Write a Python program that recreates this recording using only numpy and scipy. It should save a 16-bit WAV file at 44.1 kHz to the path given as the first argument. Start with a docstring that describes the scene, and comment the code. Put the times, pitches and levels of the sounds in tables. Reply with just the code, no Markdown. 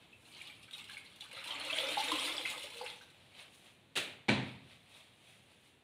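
"""Water wrung from a floor cloth splashes, gurgles and thins to drips: ticking spray and swarms of ringing bubbles.
Single drops smack as noise puffs; single loud bubbles ring as damped, rising sines.
The wet cloth rustles in crackling strokes and slaps as it falls open; the mop knocks and rings damped modes.
A hard-walled room answers with noise echoes, over a quiet, slowly sinking room tone of coloured noise."""
import sys
import numpy as np
from scipy import signal
from scipy.io import wavfile

SR = 44100
rng = np.random.default_rng(int(sys.argv[2]) if len(sys.argv) > 2 else 0)


def master(y):
    """Save y as 16-bit WAV."""
    cut = np.clip(np.atleast_2d(y).T, -1, 1)
    pcm = np.round(cut * 32767)  # scale
    wavfile.write(sys.argv[1], SR, pcm.astype(np.int16))


N = 257279
TIME_S = np.arange(N) / SR

# All levels are relative, ahead of the mix gains.
# Long twist driving the stream out of the cloth: [t/s, flow/dB re full]
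STREAM_FLOW = [(1.31, -17.5), (1.335, -10), (1.46, -8), (1.5, -4), (1.65, -4.5), (1.76, 0.5), (2.21, 0.5),
               (2.54, -10.5), (2.72, -16.5), (3.1, -30)]
# Short squeezes that find the grip and press out the last water: [start/s, hold/s, flow/dB re full]
SQUEEZES = [(0.332, 0.15, -17.5), (0.721, 0.088, -14), (0.869, 0.08, -12.5), (1.204, 0.031, -14),
            (2.446, 0.045, -6), (2.755, 0.13, -13)]
# Lifted cloth running a little by itself, one row: [start/s, hold/s, flow/dB re full]
DRIBBLE = (0.23, 1.0, -24.5)
# Single loud bubbles: [t/s, f/Hz, level/dB, ring time/cycles]
LOUD_BUBBLES = [(0.128, 2560, -48.5, 14), (0.338, 3010, -45, 12), (0.413, 2280, -42, 9.4),
                (0.498, 2310, -38, 6), (0.681, 1514, -47.5, 7.1), (0.732, 3710, -39.5, 22),
                (0.894, 1610, -43.5, 6.3), (0.969, 2154, -33, 5), (1.117, 3250, -50, 7.1),
                (1.209, 3900, -45, 9.6), (1.327, 514, -48.5, 5.7), (1.487, 956, -43.5, 4.1),
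                (1.507, 3094, -30.5, 19), (1.697, 2556, -32, 14), (1.722, 612, -39, 5.3),
                (1.729, 3200, -26, 7.5), (1.786, 3390, -19, 7), (1.783, 580, -34, 1.7),
                (1.832, 525, -39.5, 3.2), (1.969, 840, -26, 5.4), (2.083, 3600, -25, 8.7),
                (2.085, 464, -43.5, 4), (2.113, 288, -40.5, 2.94), (2.116, 1006, -25, 4),
                (2.185, 3100, -27, 5.3), (2.367, 4600, -25.5, 3.4), (2.38, 3340, -29, 11),
                (2.45, 2070, -31.5, 22), (2.457, 2490, -26, 7.6), (2.638, 535, -39, 2.1),
                (2.735, 462, -50, 14), (2.811, 819, -33.5, 3.6), (2.811, 480, -42, 3.6),
                (2.863, 2530, -29, 2.4), (2.901, 3520, -27, 2.5), (3.011, 1525, -45.5, 4.5)]
# Single drops smacking on the water: [t/s, level/dB]
DROPS = [(0.473, -42), (0.71, -42.5), (0.781, -42.5), (0.898, -42), (1.16, -43), (1.208, -36.5),
         (1.475, -42.5), (2.118, -26), (2.218, -41), (2.501, -27), (2.865, -43), (3.021, -47), (3.389, -57)]
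# Spectrum of the spray: [f/Hz, level/dB]
SPRAY_SPECTRUM = [(700, -21), (1500, -39.5), (2400, 2.5), (3800, 2), (5000, -10), (6000, -14), (7800, -12),
                  (9500, -6.5), (11500, -16.5), (15500, -24.5)]
# Spectrum of the hollow over the water in the bucket: [f/Hz, level/dB]
BUCKET_SPECTRUM = [(200, -17), (290, 7), (380, -11), (500, 7.5), (650, 4.5), (800, -9), (1500, -16)]
# Spectrum of the stream drumming in the bucket: [f/Hz, level/dB]
PATTER_SPECTRUM = [(50, -47), (90, 22.5), (170, -19), (300, 19.5), (600, 12), (1500, 6.5),
                   (2500, -42), (6000, -30)]
# Spectrum of a drop's smack: [f/Hz, level/dB]
SMACK_SPECTRUM = [(300, -14.5), (1500, -13.0), (3600, 16.0), (5200, -8), (9800, -2.5), (15000, -16)]
# Strokes of the cloth through gloved hands: [fastest t/s, rise and fall/s, rub/dB, wet fizz/dB]
STROKES = [(0.02, 0.077, -63.5, -78), (0.28, 0.086, -71, -69), (3.23, 0.13, -63, -78),
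           (3.406, 0.052, -50.5, -64), (3.55, 0.042, -63, -66), (3.66, 0.088, -60, -69.5),
           (4.48, 0.089, -54, -72.5), (4.72, 0.067, -57.5, -71.5), (4.97, 0.09, -56.5, -67),
           (5.3, 0.13, -61, -70.5), (5.52, 0.08, -65.5, -76), (5.66, 0.071, -66.5, -73)]
# Spectrum of rubbing fibres: [f/Hz, level/dB]
RUB_SPECTRUM = [(200, -36.5), (600, 7), (1400, 0), (2400, 9.5), (3800, 8.5), (5000, -5), (9000, -46)]
# Spectrum of the wet fizz: [f/Hz, level/dB]
FIZZ_SPECTRUM = [(2500, -11), (5000, 0), (8000, 2.5), (9500, 8), (11500, -4), (15500, -10)]
# Folds of the wet cloth landing: [t/s, level/dB, decay/s]
SLAPS = [(3.955, -37, 0.0059), (3.959, -31.5, 0.0085), (3.9635, -27.5, 0.0056), (3.9725, -23, 0.006),
         (3.980, -36.5, 0.01)]
# Spectrum of the slap: [f/Hz, level/dB]
SLAP_SPECTRUM = [(50, -34), (100, -7.5), (300, -3), (600, -1), (1050, -9.5), (1700, -2), (2400, 2.5),
                 (3900, 1.5), (5200, -14.5), (8000, -12.5), (9500, -10.5), (12000, -23), (15500, -27)]
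# Mop head meeting the floor and rattling: [t/s, level/dB, decay/s]
KNOCKS = [(4.2835, -28, 0.011), (4.288, -19, 0.0061), (4.2922, -12.5, 0.0014), (4.3012, -17, 0.0011),
          (4.317, -25.5, 0.0017)]
# Spectrum of the knock: [f/Hz, level/dB]
KNOCK_SPECTRUM = [(30, -23), (60, -16), (85, 0), (160, 0.5), (250, 6), (330, 1.5), (600, -2), (950, -2.5),
                  (1200, -10), (1600, -5.5), (2300, 0.5), (2900, -4.5), (4100, -5), (5000, -21),
                  (9200, -25), (12000, -48)]
# Modes of mop and floor set ringing by the knock: [f/Hz, level/dB, t60/s]
MOP_MODES = [(102, -41, 0.54), (123.2, -36.5, 0.67), (131.3, -34, 0.71), (207.7, -29, 0.43),
             (265, -38, 0.57), (589, -45, 0.23), (1510, -32.5, 0.083), (2350, -15, 0.027)]
# Reverberation of the room: [f/Hz, t60/s]
ROOM_T60 = [(120, 0.96), (350, 0.54), (900, 0.58), (2500, 0.55), (6000, 0.4), (14000, 0.39)]
# Spectrum of the room tone: [f/Hz, level/dB]
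HUSH_SPECTRUM = [(25, -32), (50, -4.5), (100, 10.5), (160, 6.5), (300, 3), (700, -1.5), (1400, -8),
                 (2500, -3), (3800, -4.5), (5200, -23), (9500, -18.5), (15000, -31)]

# Parts of the water's sound: (level/dB at full flow, dB gained per dB of flow)
SPRAY_LAW, TINKLE_LAW, SQUELCH_LAW = (-49.5, 0.96), (-42, 1.025), (-53.5, 0.88)
BURBLE_LAW, GURGLE_LAW = (-50, 0.88), (-51.5, 1.31)
# As the cloth empties, more of the stream falls as fine spray; 0 dB at FULL_S
FULL_S, BREAKUP_DB_PER_S = 2.17, 7.0
SQUEEZE_ATTACK_S, SQUEEZE_RELEASE_S = 0.019, 0.037
GURGLE_LAG_S = 0.07  # large bubbles come up from deep, a little after the stream
HOUSE_DB, HOUSE_DRIFT_DB_PER_S = -64, -0.58
EDGE_HZ = 15680


def water():
    """Spray ticks, small bubbles tinkle, the stream gurgles and drums in the bucket; all follow the flow."""
    stream = levels(STREAM_FLOW)
    trickle = np.linalg.norm([squeeze(*row) for row in [DRIBBLE, *SQUEEZES]], axis=0)
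    breakup = amp(BREAKUP_DB_PER_S * (TIME_S - FULL_S))
    spray = follow(np.hypot(stream * breakup, trickle), SPRAY_LAW)
    small = follow(stream, TINKLE_LAW)
    beads = follow(trickle, TINKLE_LAW)
    splash = follow(stream, BURBLE_LAW) + follow(trickle, SQUELCH_LAW)
    large = follow(np.interp(TIME_S - GURGLE_LAG_S, TIME_S, stream), GURGLE_LAW)

    # the stream breaks into lumps, so the spray comes in spurts some hundredths of a second long
    lowpass = signal.butter(2, 60, fs=SR, output="sos")
    lumps = evened(signal.sosfilt(lowpass, rng.standard_normal(N)))
    spurts = evened(amp(5.36 * lumps))
    clicks = crackle(2500 + 4000 * spray / spray.max(), spread_db=1)
    ticks = colour(clicks * spurts, SPRAY_SPECTRUM) * spray
    sparkle = swarm(spray, peak_per_s=430, low_hz=4230, high_hz=13950, cycles=5.1, rise=0.039, spread_db=25.5)

    clusters = evened(amp(2 * lumps))  # each lump drags down its own cloud of bubbles
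    tinkle = swarm(small * clusters, peak_per_s=820, low_hz=1921, high_hz=4146, cycles=7.1, rise=0.03,
                   spread_db=9)
    # a trickle makes few enough bubbles to tell apart
    plinks = swarm(beads, peak_per_s=230, low_hz=1980, high_hz=4310, cycles=8.2, rise=0.029, spread_db=7.5)
    burble = swarm(splash, peak_per_s=900, low_hz=735, high_hz=2206, cycles=4.2, rise=0.059, spread_db=18)
    gurgle = swarm(large, peak_per_s=370, low_hz=278, high_hz=792, cycles=4.6, rise=0.015, spread_db=5.5)
    patter = colour(crackle(1500, spread_db=6.0), PATTER_SPECTRUM)

    fine = amp(6.5) * ticks + amp(-2.0) * matched(colour(sparkle, SPRAY_SPECTRUM), spray)
    middle = matched(tinkle, small) + matched(plinks, beads) + matched(burble, splash)
    deep = matched(colour(gurgle, BUCKET_SPECTRUM), large) + amp(-15.5) * patter * spray
    return fine + middle + deep


def squeeze(start_s, hold_s, db):
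    """Flow from one press on the cloth: wells up, holds, runs out."""
    age_s = TIME_S - start_s
    attack = np.clip(age_s / SQUEEZE_ATTACK_S, 0, 1)
    return amp(db) * attack * np.exp(-np.maximum(age_s - hold_s, 0) / SQUEEZE_RELEASE_S)


def follow(flow, law):
    """Gain of one part of the water's sound: a power law of the flow."""
    db, growth = law
    return amp(db) * (flow + 1e-9) ** growth


def swarm(level, peak_per_s, low_hz, high_hz, cycles, rise, spread_db, count=14000):
    """Bubbles of all sizes between two pitches; more of them as the level grows."""
    out = np.zeros(N)
    rate_per_s = peak_per_s * (level / level.max()) ** 0.33
    when, chance, pitch, size, ring = rng.random((count, 5)).T
    at = (when * N).astype(int)
    for k in np.flatnonzero(chance < rate_per_s[at] * N / SR / count):
        hz = low_hz * (high_hz / low_hz) ** pitch[k]
        tone = bubble(hz, cycles * (.5 + ring[k]), rise * 2 * ring[k], swell=0.046)
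        # dividing by the root of the rate keeps the power on the level curve
        gain = amp(spread_db * size[k] ** 3) * level[at[k]] / np.sqrt(rate_per_s[at[k]])
        add(out, at[k] / SR, tone / np.linalg.norm(tone) * gain)
    return out


def bubble(hz, cycles, rise, swell):
    """A trapped bubble swells, rings and goes up in pitch as it nears the surface."""
    age = np.arange(0, 6, hz / (cycles * SR))  # in ring times
    envelope = (1 - np.exp(-age / swell)) ** 2 * np.exp(-age)
    return envelope * np.sin(2 * np.pi * cycles * (age + rise * age ** 2 / 2))


def drips():
    """Larger drops: a smack on the surface, or a small splash with the ring of one bubble."""
    smacks = bursts([(s, db, .003) for s, db in DROPS])
    out = colour(smacks, SMACK_SPECTRUM)
    for s, hz, db, cycles in LOUD_BUBBLES:
        swell = .15 + (700 / hz) ** 2  # big bubbles pinch off slowly
        ring = bubble(hz, cycles, rise=0.02, swell=swell)
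        band = [(hz * 0.61, -25), (hz, 0), (hz * 1.56, -18), (hz * 4, -40)]
        splash = evened(colour(rng.standard_normal(len(ring)), band, size=1024))
        envelope = abs(signal.hilbert(ring))
        add(out, s, amp(db) * (ring + amp(-9.5) * splash * envelope) / ring.max())
    return out


def cloth():
    """Wet fibres rub and stick as the cloth is spread, and slap once as it falls open."""
    rub_gain, fizz_gain = strokes()
    rub = rub_gain * colour(crackle(2500, spread_db=2.0), RUB_SPECTRUM)
    fizz = fizz_gain * colour(crackle(3000, spread_db=0.5), FIZZ_SPECTRUM)
    rustle = amp(1) * rub + amp(3.0) * fizz
    slap = amp(-5.5) * blows(SLAPS, SLAP_SPECTRUM, scatter_db=0, tail_db=1.5)
    return room(rustle, direct_db=-3.5, scatter_db=-8.5, tail_db=-19) + slap


def strokes():
    """Gains of rub and fizz: each stroke gathers speed and slows again."""
    s, width_s, rub_db, fizz_db = np.transpose(STROKES)[:, :, None]
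    speed = np.exp(-abs(TIME_S - s) / width_s)
    return [np.linalg.norm(amp(db) * speed, axis=0) for db in (rub_db, fizz_db)]


def mop():
    """The mop knocks on the floor: a hard clack over a ringing thud."""
    return amp(-6.5) * blows(KNOCKS, KNOCK_SPECTRUM, scatter_db=-24, tail_db=1.5) + ringing()


def ringing():
    """The hardest contact sets mop head and floor ringing: damped sines."""
    out, t = np.zeros(N), TIME_S[:SR]
    hardest_s = max(KNOCKS, key=lambda row: row[1])[0]
    for hz, db, t60_s in MOP_MODES:
        envelope = amp(db - 60 * t / t60_s) * (1 - np.exp(-t * hz / 2.0))
        add(out, hardest_s, envelope * np.sin(2 * np.pi * (hz * t + rng.random())))
    return out


def blows(rows, spectrum, scatter_db, tail_db):
    """A quick run of contacts, each filling the room in proportion to its energy."""
    out = bursts(rows)
    for s, db, decay_s in rows:
        root_energy = amp(db) * np.sqrt(decay_s * SR / 2)
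        add(out, s, root_energy * echoes(scatter_db, tail_db))
    return colour(out, spectrum)


def bursts(rows):
    """Contacts as short puffs of noise: rows of t/s, level/dB, decay/s."""
    out, t = np.zeros(N), TIME_S[:SR // 10]
    for s, db, decay_s in rows:
        add(out, s, amp(db) * np.exp(-t / decay_s) * rng.standard_normal(len(t)))
    return out


def room(x, direct_db, scatter_db, tail_db, count=7):
    """The source wanders from spot to spot in a cycle, each spot with its own echoes."""
    out = amp(direct_db) * x
    spot = TIME_S * 45  # spots passed, 45 a second
    for k in range(count):
        share = np.maximum(1 - abs((spot - k) % count - 1), 0)
        out = out + signal.oaconvolve(x * np.sqrt(share), echoes(scatter_db, tail_db))[:N]
    return out


def echoes(scatter_db, tail_db, size=SR * 3 // 4):
    """Room's answer to a click: scatter from nearby furniture, then a tail whose treble dies first."""
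    age_s = TIME_S[:size]
    hz, t, z = signal.stft(rng.standard_normal(size), SR, nperseg=256)
    decay = amp(-60 * t / read(ROOM_T60, hz)[:, None])
    tail = signal.istft(z * decay, SR, nperseg=256)[1][:size]
    tail *= 1 - np.exp(-age_s / 0.0031)
    scatter = rng.standard_normal(size) * np.exp(-age_s / 0.02)
    return amp(tail_db) * tail / np.linalg.norm(tail) + amp(scatter_db) * scatter / np.linalg.norm(scatter)


def hush():
    """Quiet tone of the house: coloured noise, sinking slowly."""
    gain = amp(HOUSE_DB + HOUSE_DRIFT_DB_PER_S * TIME_S)
    return gain * colour(rng.standard_normal(N), HUSH_SPECTRUM)


def crackle(per_s, spread_db):
    """Random clicks of uneven size, rms one; per_s may be a curve."""
    share = np.clip(per_s / SR, 1e-5, 1)
    size = amp(spread_db * np.minimum(rng.exponential(1, N), 3.5)) * rng.choice([-1, 1], N)
    return evened(size * (rng.random(N) < share) / np.sqrt(share))


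def colour(x, points, size=4096):
    """Minimum-phase filter of unit energy with the given spectrum."""
    log_gain = np.log(amp(read(points, abs(np.fft.fftfreq(size, 1 / SR)))))
    response = np.exp(np.conj(signal.hilbert(log_gain)))
    taps = np.fft.ifft(response).real[:size // 2]
    return signal.oaconvolve(x, taps / np.linalg.norm(taps))[:len(x)]


def read(points, hz):
    """Table joined by lines on a log-frequency axis."""
    f, value = np.transpose(points)
    return np.interp(np.log(hz + 1), np.log(f + 1), value)


def levels(rows):
    """Gain curve through rows of t/s, level/dB, fading to silence outside them."""
    s, db = np.transpose(rows)
    outside_s = np.maximum(s[0] - TIME_S, 0) + np.maximum(TIME_S - s[-1], 0)
    return amp(np.interp(TIME_S, s, db)) * np.exp(-outside_s / 0.056)


def matched(x, level):
    """Gives x the overall power of a gain curve."""
    return evened(x) * np.sqrt(np.mean(level ** 2))


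def evened(x):
    """Scales to an rms of one."""
    return x / np.sqrt(np.mean(x ** 2) + 1e-20)


def amp(db):
    """Decibels to amplitude."""
    return 10 ** (np.asarray(db) / 20)


def add(mix, s, sound):
    """Adds a sound to the mix in place from time s, cut at the end."""
    part = mix[max(round(s * SR), 0):][:len(sound)]
    part += sound[:len(part)]


def scene():
    """Stream and drops share the corner by the bucket; cloth and mop sound over the open floor."""
    stream = room(water(), direct_db=-3.5, scatter_db=-3.0, tail_db=-6.5)
    drops = room(drips(), direct_db=-4.5, scatter_db=-5.5, tail_db=-8.5)
    return (stream + drops + cloth() + mop() + hush())[None]


def record(dry):
    """Band limit: linear-phase low-pass at EDGE_HZ."""
    taps = signal.firwin(511, EDGE_HZ, window=("kaiser", 9), fs=SR)
    return signal.oaconvolve(dry, taps[None], "same")


dry = scene()
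out = record(dry)
master(out)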